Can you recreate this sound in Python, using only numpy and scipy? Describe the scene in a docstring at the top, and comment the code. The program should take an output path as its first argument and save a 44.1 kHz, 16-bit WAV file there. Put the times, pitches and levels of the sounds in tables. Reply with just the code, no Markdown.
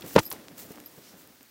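"""A brief rustle of cloth, then a dull, dry thump: a small soft item drops on a wooden floor.
Item and floor ring briefly; the item flops over with a short scuff and makes a small bounce.
Close by, someone handles the cloth cover of a bed base: it swishes as it slides, crinkles as it
folds and bumps softly on the frame. A tiny piece of metal tinkles, over quiet room noise."""
import sys
import numpy as np
from scipy import signal
from scipy.fft import rfft, irfft
from scipy.io import wavfile
from scipy.ndimage import uniform_filter1d

SR = 44100
rng = np.random.default_rng(int(sys.argv[2]) if len(sys.argv) > 2 else 0)


def unload_wav(signal):
    """Save mono or channel-first audio to the path in sys.argv[1] as 16-bit WAV at rate SR, clipped to [-1, 1]."""
    wavfile.write(
        sys.argv[1],
        SR,
        np.round(np.clip(np.atleast_2d(signal).T, -1, 1) * 32767).astype(np.int16),
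    )


N = 66150  # 1.5 s

# The item's hits on the floor (time [s], level [dB], length of push [s])
LANDING_HITS = [(0.1545, -17.5, 0.0015), (0.159, -11.5, 0.0017), (0.1612, -9, 0.00051), (0.1631, 0, .0007),
                (0.1683, -8, 0.0007), (0.1761, -15.5, .0006), (0.1845, -27.5, 0.0004),
                (0.1888, -15.5, 0.00023), (0.1954, -24.5, 0.0019)]
# Ringing notes of item and floor (pitch [Hz], level [dB], time to fade by 60 dB [s])
THUMP_NOTES = [(199, -5.5, 0.043), (316.5, -8, 0.073), (457, 2, 0.022), (570, -21, 0.031),
               (866, -10.5, 0.043), (1200, -23, 0.082), (2040, -10.5, 0.0088)]
# Tone of the hits' sharp edge (frequency [Hz], level [dB])
CRACK_TONE = [(400, -16), (1800, 6), (3500, 0.5), (6500, -8.5), (16000, -23.5)]
def thump():
    """The item lands in a quick run of pushes that ring the floor; harder ones crack louder."""
    force = sum(undb(db) * push(s, length) for s, db, length in LANDING_HITS)
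    contact = sum(undb(1.06 * db) * fade(s, decay=0.0017) for s, db, _ in LANDING_HITS)
    return undb(-2.5) * ring(force, THUMP_NOTES) + undb(-14.5) * contact * noise(CRACK_TONE)


# Tones of the dull rub, bright skid and last low thud (frequency [Hz], level [dB])
RUB_TONE = [(40, -1.5), (140, 3), (400, 0), (720, -8), (940, 3.5), (1200, -5), (1480, -7.5), (2300, -10.5),
            (3500, -18), (6000, -30.5), (16000, -57)]
SKID_TONE = [(500, -31.5), (2500, -1), (5000, 1), (8000, -5), (16000, -11)]
SETTLE_TONE = [(20, -15.5), (60, -3.5), (130, -10), (250, -18), (3000, -59.5)]
def scuff():
    """The item flops over and skids; the rubbing brightens, then it settles with a low thud."""
    rub = undb(-15) * swell(0.1847, rise=0.0047, fall=0.008) * noise(RUB_TONE)
    skid = undb(-26.5) * swell(0.1905, rise=0.0022, fall=0.0068) * noise(SKID_TONE)
    settle = undb(-22.5) * swell(0.198, rise=0.0014, fall=0.003) * noise(SETTLE_TONE)
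    return rub + skid + settle


# Slaps of the small bounce (time [s], level [dB])
BOUNCE_SLAPS = [(0.3151, -33), (0.3281, -41.5)]
# Tone of a slap (frequency [Hz], level [dB])
SLAP_TONE = [(50, -9), (220, 0), (1100, -1.5), (1900, -12), (5500, -8.5), (9000, -16.5), (16000, -10)]
def bounce():
    """The item comes down again with light slaps, each trailing off in a scuff."""
    loudness = sum(undb(db) * (fade(s, decay=0.0042) + undb(-9.5) * fade(s, decay=0.022))
                   for s, db in BOUNCE_SLAPS)
    return loudness * noise(SLAP_TONE)


# Loudness of the moving cover (time [s], level [dB])
COVER_MOTION = [(0, -47.5), (0.101, -49.5), (.28, -54), (.37, -47.5), (.45, -53), (.56, -54), (.76, -51.5),
                (.85, -55), (1.06, -58.5), (1.191, -55), (1.32, -59), (1.5, -69)]
# Strokes of sliding cloth (peak time [s], level [dB], rise [s], fall [s])
COVER_STROKES = [(0.083, -43.5, 0.025, 0.018), (0.144, -40.5, 0.033, 0.0088), (.213, -43.5, 0.0059, 0.037),
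                 (0.321, -47.5, 0.011, 0.022), (0.598, -42, 0.02, 0.041), (.715, -51, 0.02, 0.013),
                 (.99, -56.5, 0.15, 0.04), (1.195, -53.5, 0.014, 0.039)]
# Tones of rustling, creasing, sliding and a brushing sleeve (frequency [Hz], level [dB])
RUSTLE_TONE = [(30, -30.5), (70, -11), (140, -8), (290, 1), (420, -7), (620, -7.5), (1000, -14.5),
               (2000, -21), (5000, -25), (16000, -29)]
CREASE_TONE = [(600, -3), (1900, 7), (7000, -16.5)]
SWISH_TONE = [(300, -3), (900, -8), (2000, -5.5), (3500, -6.5), (7500, -2), (10500, -5.5), (12500, -1.5),
              (14500, 2), (16000, 1.5)]
SLEEVE_TONE = [(1000, -12.5), (4200, -6), (5400, -3), (9000, -12)]
def cloth():
    """The cover rustles and creases as it moves, and hisses as it slides; a sleeve brushes it."""
    motion = undb(np.interp(since(0), *np.array(COVER_MOTION).T))
    rustle = noise(RUSTLE_TONE) * flicker(spread_db=1, per_s=50.18)
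    strokes = sum(undb(db) * swell(s, rise, fall) for s, db, rise, fall in COVER_STROKES)
    hiss = noise(SWISH_TONE) * flicker(spread_db=2, per_s=300)
    hiss += undb(-12.5) * colour(crinkles(), SWISH_TONE)
    creases = undb(-13.5) * colour(crinkles(), CREASE_TONE)
    sleeve = undb(-54) * swell(1.081, rise=0.041, fall=0.041) * noise(SLEEVE_TONE)
    return motion * (rustle + creases) + strokes * hiss + sleeve


def crinkles(per_s=360, spread_db=3):
    """Crinkling cloth makes tiny clicks of uneven size at random moments."""
    clicks = (rng.random(N) < per_s / SR) * rng.standard_normal(N)
    return clicks * undb(spread_db * np.minimum(rng.exponential(size=N), 3))


# Soft bumps of cloth and frame (time [s], level [dB], fade time [s])
NUDGES = [(.04, -35.5, 0.015), (0.059, -42.5, 0.017), (0.3172, -44, 0.023), (0.508, -46.5, 0.029),
          (0.569, -57, 0.0083), (.648, -47, 0.0096), (.706, -38, 0.0095), (0.793, -49, 0.007),
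          (0.9784, -43.5, 0.012), (1.139, -46.5, 0.013), (1.408, -53.5, 0.018)]
# Ringing notes of the bed frame (pitch [Hz], level [dB], time to fade by 60 dB [s])
FRAME_NOTES = [(175.3, -5.5, 0.056), (272.7, -3, 0.053), (442, -10, 0.017)]
# Tone of the shuffling cover (frequency [Hz], level [dB])
SHUFFLE_TONE = [(30, -28), (70, -13), (130, 7.5), (280, 7.5), (550, 1.5), (900, -10.5), (2000, -14.5),
                (5000, -22.5), (16000, -48)]
def bumps():
    """At each nudge the frame gives a soft knock and the cover shuffles after it."""
    force = sum(undb(db) * push(s, length=0.0014) for s, db, _ in NUDGES)
    rise_s = 0.0013
    shuffle = sum(undb(db) * (fade(s, decay) - fade(s, rise_s)) for s, db, decay in NUDGES)
    return undb(1.5) * ring(force, FRAME_NOTES) + shuffle * noise(SHUFFLE_TONE)


# Snapping folds (time [s], level [dB], centre [Hz], half-width [octaves], fade time [s])
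FOLD_SNAPS = [(.0097, -35, 10000, 1.1, 0.00089), (.0203, -38.5, 2570, 0.67, 0.0043),
              (0.3022, -30.5, 12100, 0.35, 0.0018), (0.3057, -29.5, 12740, 0.13, 0.0031),
              (0.3263, -16, 12500, 0.18, 0.00022), (0.758, -38, 5600, 1.5, 0.00049),
              (.801, -37, 6760, 4.4, 0.0011), (1.275, -39, 10000, 1.3, 0.00039),
              (1.43, -41, 13900, 0.56, 0.001)]
# Tone of a snap (distance from its centre [half-widths], level [dB])
SNAP_SHAPE = [(-8, -38), (-3, -16), (-1, -4), (0, 0), (1, -4), (2, -13), (4, -26)]
def snaps():
    """Folds of stiff cloth give way in very short bursts."""
    sound = 0
    for s, db, hz, width, decay in FOLD_SNAPS:
        loudness = fade(s, decay)
        tone = [(hz * 2 ** (width * distance), level) for distance, level in SNAP_SHAPE]
        burst = colour(loudness * rng.standard_normal(N), tone)
        sound += undb(db) * np.sqrt(np.mean(loudness ** 2)) * burst
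    return sound


# Clicks of item, cover and frame (time [s], level [dB], length of push [s])
DRY_CLICKS = [(0.3152, -8.5, 0.00011), (.4839, -14.5, 0.00013), (.74, -29, 0.000089), (0.775, -13, 0.00037),
              (.783, -10.5, 0.00053), (1.409, -24, 0.00016)]
def ticks(low_cut_hz=503):
    """Quick touches make dry clicks; the shorter the touch, the brighter the click."""
    force = sum(undb(db) * push(s, length) for s, db, length in DRY_CLICKS)
    return cut_bass(force, low_cut_hz)


# Taps on the metal piece (time [s], level [dB])
METAL_TAPS = [(0.232, -45), (0.2533, -37), (0.8602, -38.5)]
# Its ringing notes (pitch [Hz], level [dB], time to fade by 60 dB [s])
METAL_NOTES = [(4960, -11.5, 0.045), (5240, -16, 0.051), (12200, -22, 0.02), (12780, 2, 0.054)]
def tinkles():
    """The metal piece is tapped and briefly scraped; it chatters as it rings."""
    taps, contact = np.zeros(N), 0
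    for s, db in METAL_TAPS:
        taps[int(s * SR)] += undb(db)
        contact += undb(db) * fade(s, decay=0.0015)
    scrape = swell(0.264, rise=0.01, fall=0.01)
    force = taps + undb(-62.5) * scrape * rng.standard_normal(N)
    bright_hiss = noise([(3000, -25), (9000, -7), (13500, 3)])
    grit = (undb(-22) * contact + undb(-42) * scrape) * bright_hiss
    return (ring(force, METAL_NOTES) + grit) * flicker(spread_db=3, per_s=700)


# Tone of the room's background (frequency [Hz], level [dB])
ROOM_TONE = [(30, -33), (70, -12.5), (150, -11), (300, -14.5), (700, -18.5), (1400, -11), (3000, -15),
             (5000, -13.5), (10000, -19), (15500, -12)]
def room():
    """A faint, steady hiss fills the room."""
    return undb(-56.5) * noise(ROOM_TONE)


def undb(db):
    """Turn decibels into a volume multiplier."""
    return 10 ** (np.asarray(db) / 20)


def unit(x):
    """Scale to an average strength (rms) of 1."""
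    return x / np.sqrt(np.mean(x ** 2) + 1e-20)


def since(start):
    """Seconds since a moment, for every sample."""
    return np.arange(N) / SR - start


def colour(x, tone):
    """Shape a sound's lows and highs with a tone table, at strength 1."""
    hz, db = np.array(tone, float).T
    freqs = np.maximum(np.arange(N // 2 + 1) * SR / N, 1)
    gain = undb(np.interp(np.log(freqs), np.log(hz), db))
    return unit(irfft(rfft(x) * gain, N))


def noise(tone):
    """Noise with the given tone, at strength 1."""
    return colour(rng.standard_normal(N), tone)


def flicker(spread_db, per_s):
    """A volume that wanders smoothly at random."""
    hold = int(SR / per_s)
    steps = np.repeat(rng.standard_normal(N // hold + 1), hold)[:N]
    return undb(spread_db * unit(uniform_filter1d(steps, hold)))


def swell(peak, rise, fall):
    """A rounded rise and fall around a moment, all in seconds."""
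    t = since(peak)
    return np.exp(-.5 * (t / np.where(t < 0, rise, fall)) ** 2)


def fade(start, decay):
    """A sudden start that dies away, to 37% after decay seconds."""
    t = since(start)
    return (t >= 0) * np.exp(-np.maximum(t, 0) / decay)


def push(start, length):
    """One rounded push whose samples add up to 1."""
    force = np.sin(np.pi * np.clip(since(start) / length, 0, 1))
    return force / force.sum()


def ring(force, notes):
    """A force sets an object's own notes ringing; each dies away."""
    t = since(0)
    response = sum(undb(db) * np.cos(2 * np.pi * hz * t) * undb(-60 * t / fade_s)
                   for hz, db, fade_s in notes)
    return signal.fftconvolve(force, response)[:N]


def cut_bass(x, hz):
    """Turn down everything below a frequency."""
    return signal.sosfilt(signal.butter(2, hz, "highpass", fs=SR, output="sos"), x)


def scene():
    """All sounds are close and free of echo, in one channel."""
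    mix = thump() + scuff() + bounce() + cloth() + bumps() + snaps() + ticks() + tinkles() + room()
    return mix[None, :]


def record(dry):
    """Drop the deep bass, flatten peaks past full scale and cut the highest treble."""
    low_hz, top_hz = 50, 15800
    clipped = np.clip(cut_bass(dry, low_hz), -1, 1)
    return signal.sosfilt(signal.ellip(10, .2, 80, top_hz, fs=SR, output="sos"), clipped)


dry = scene()
out = record(dry)
unload_wav(out)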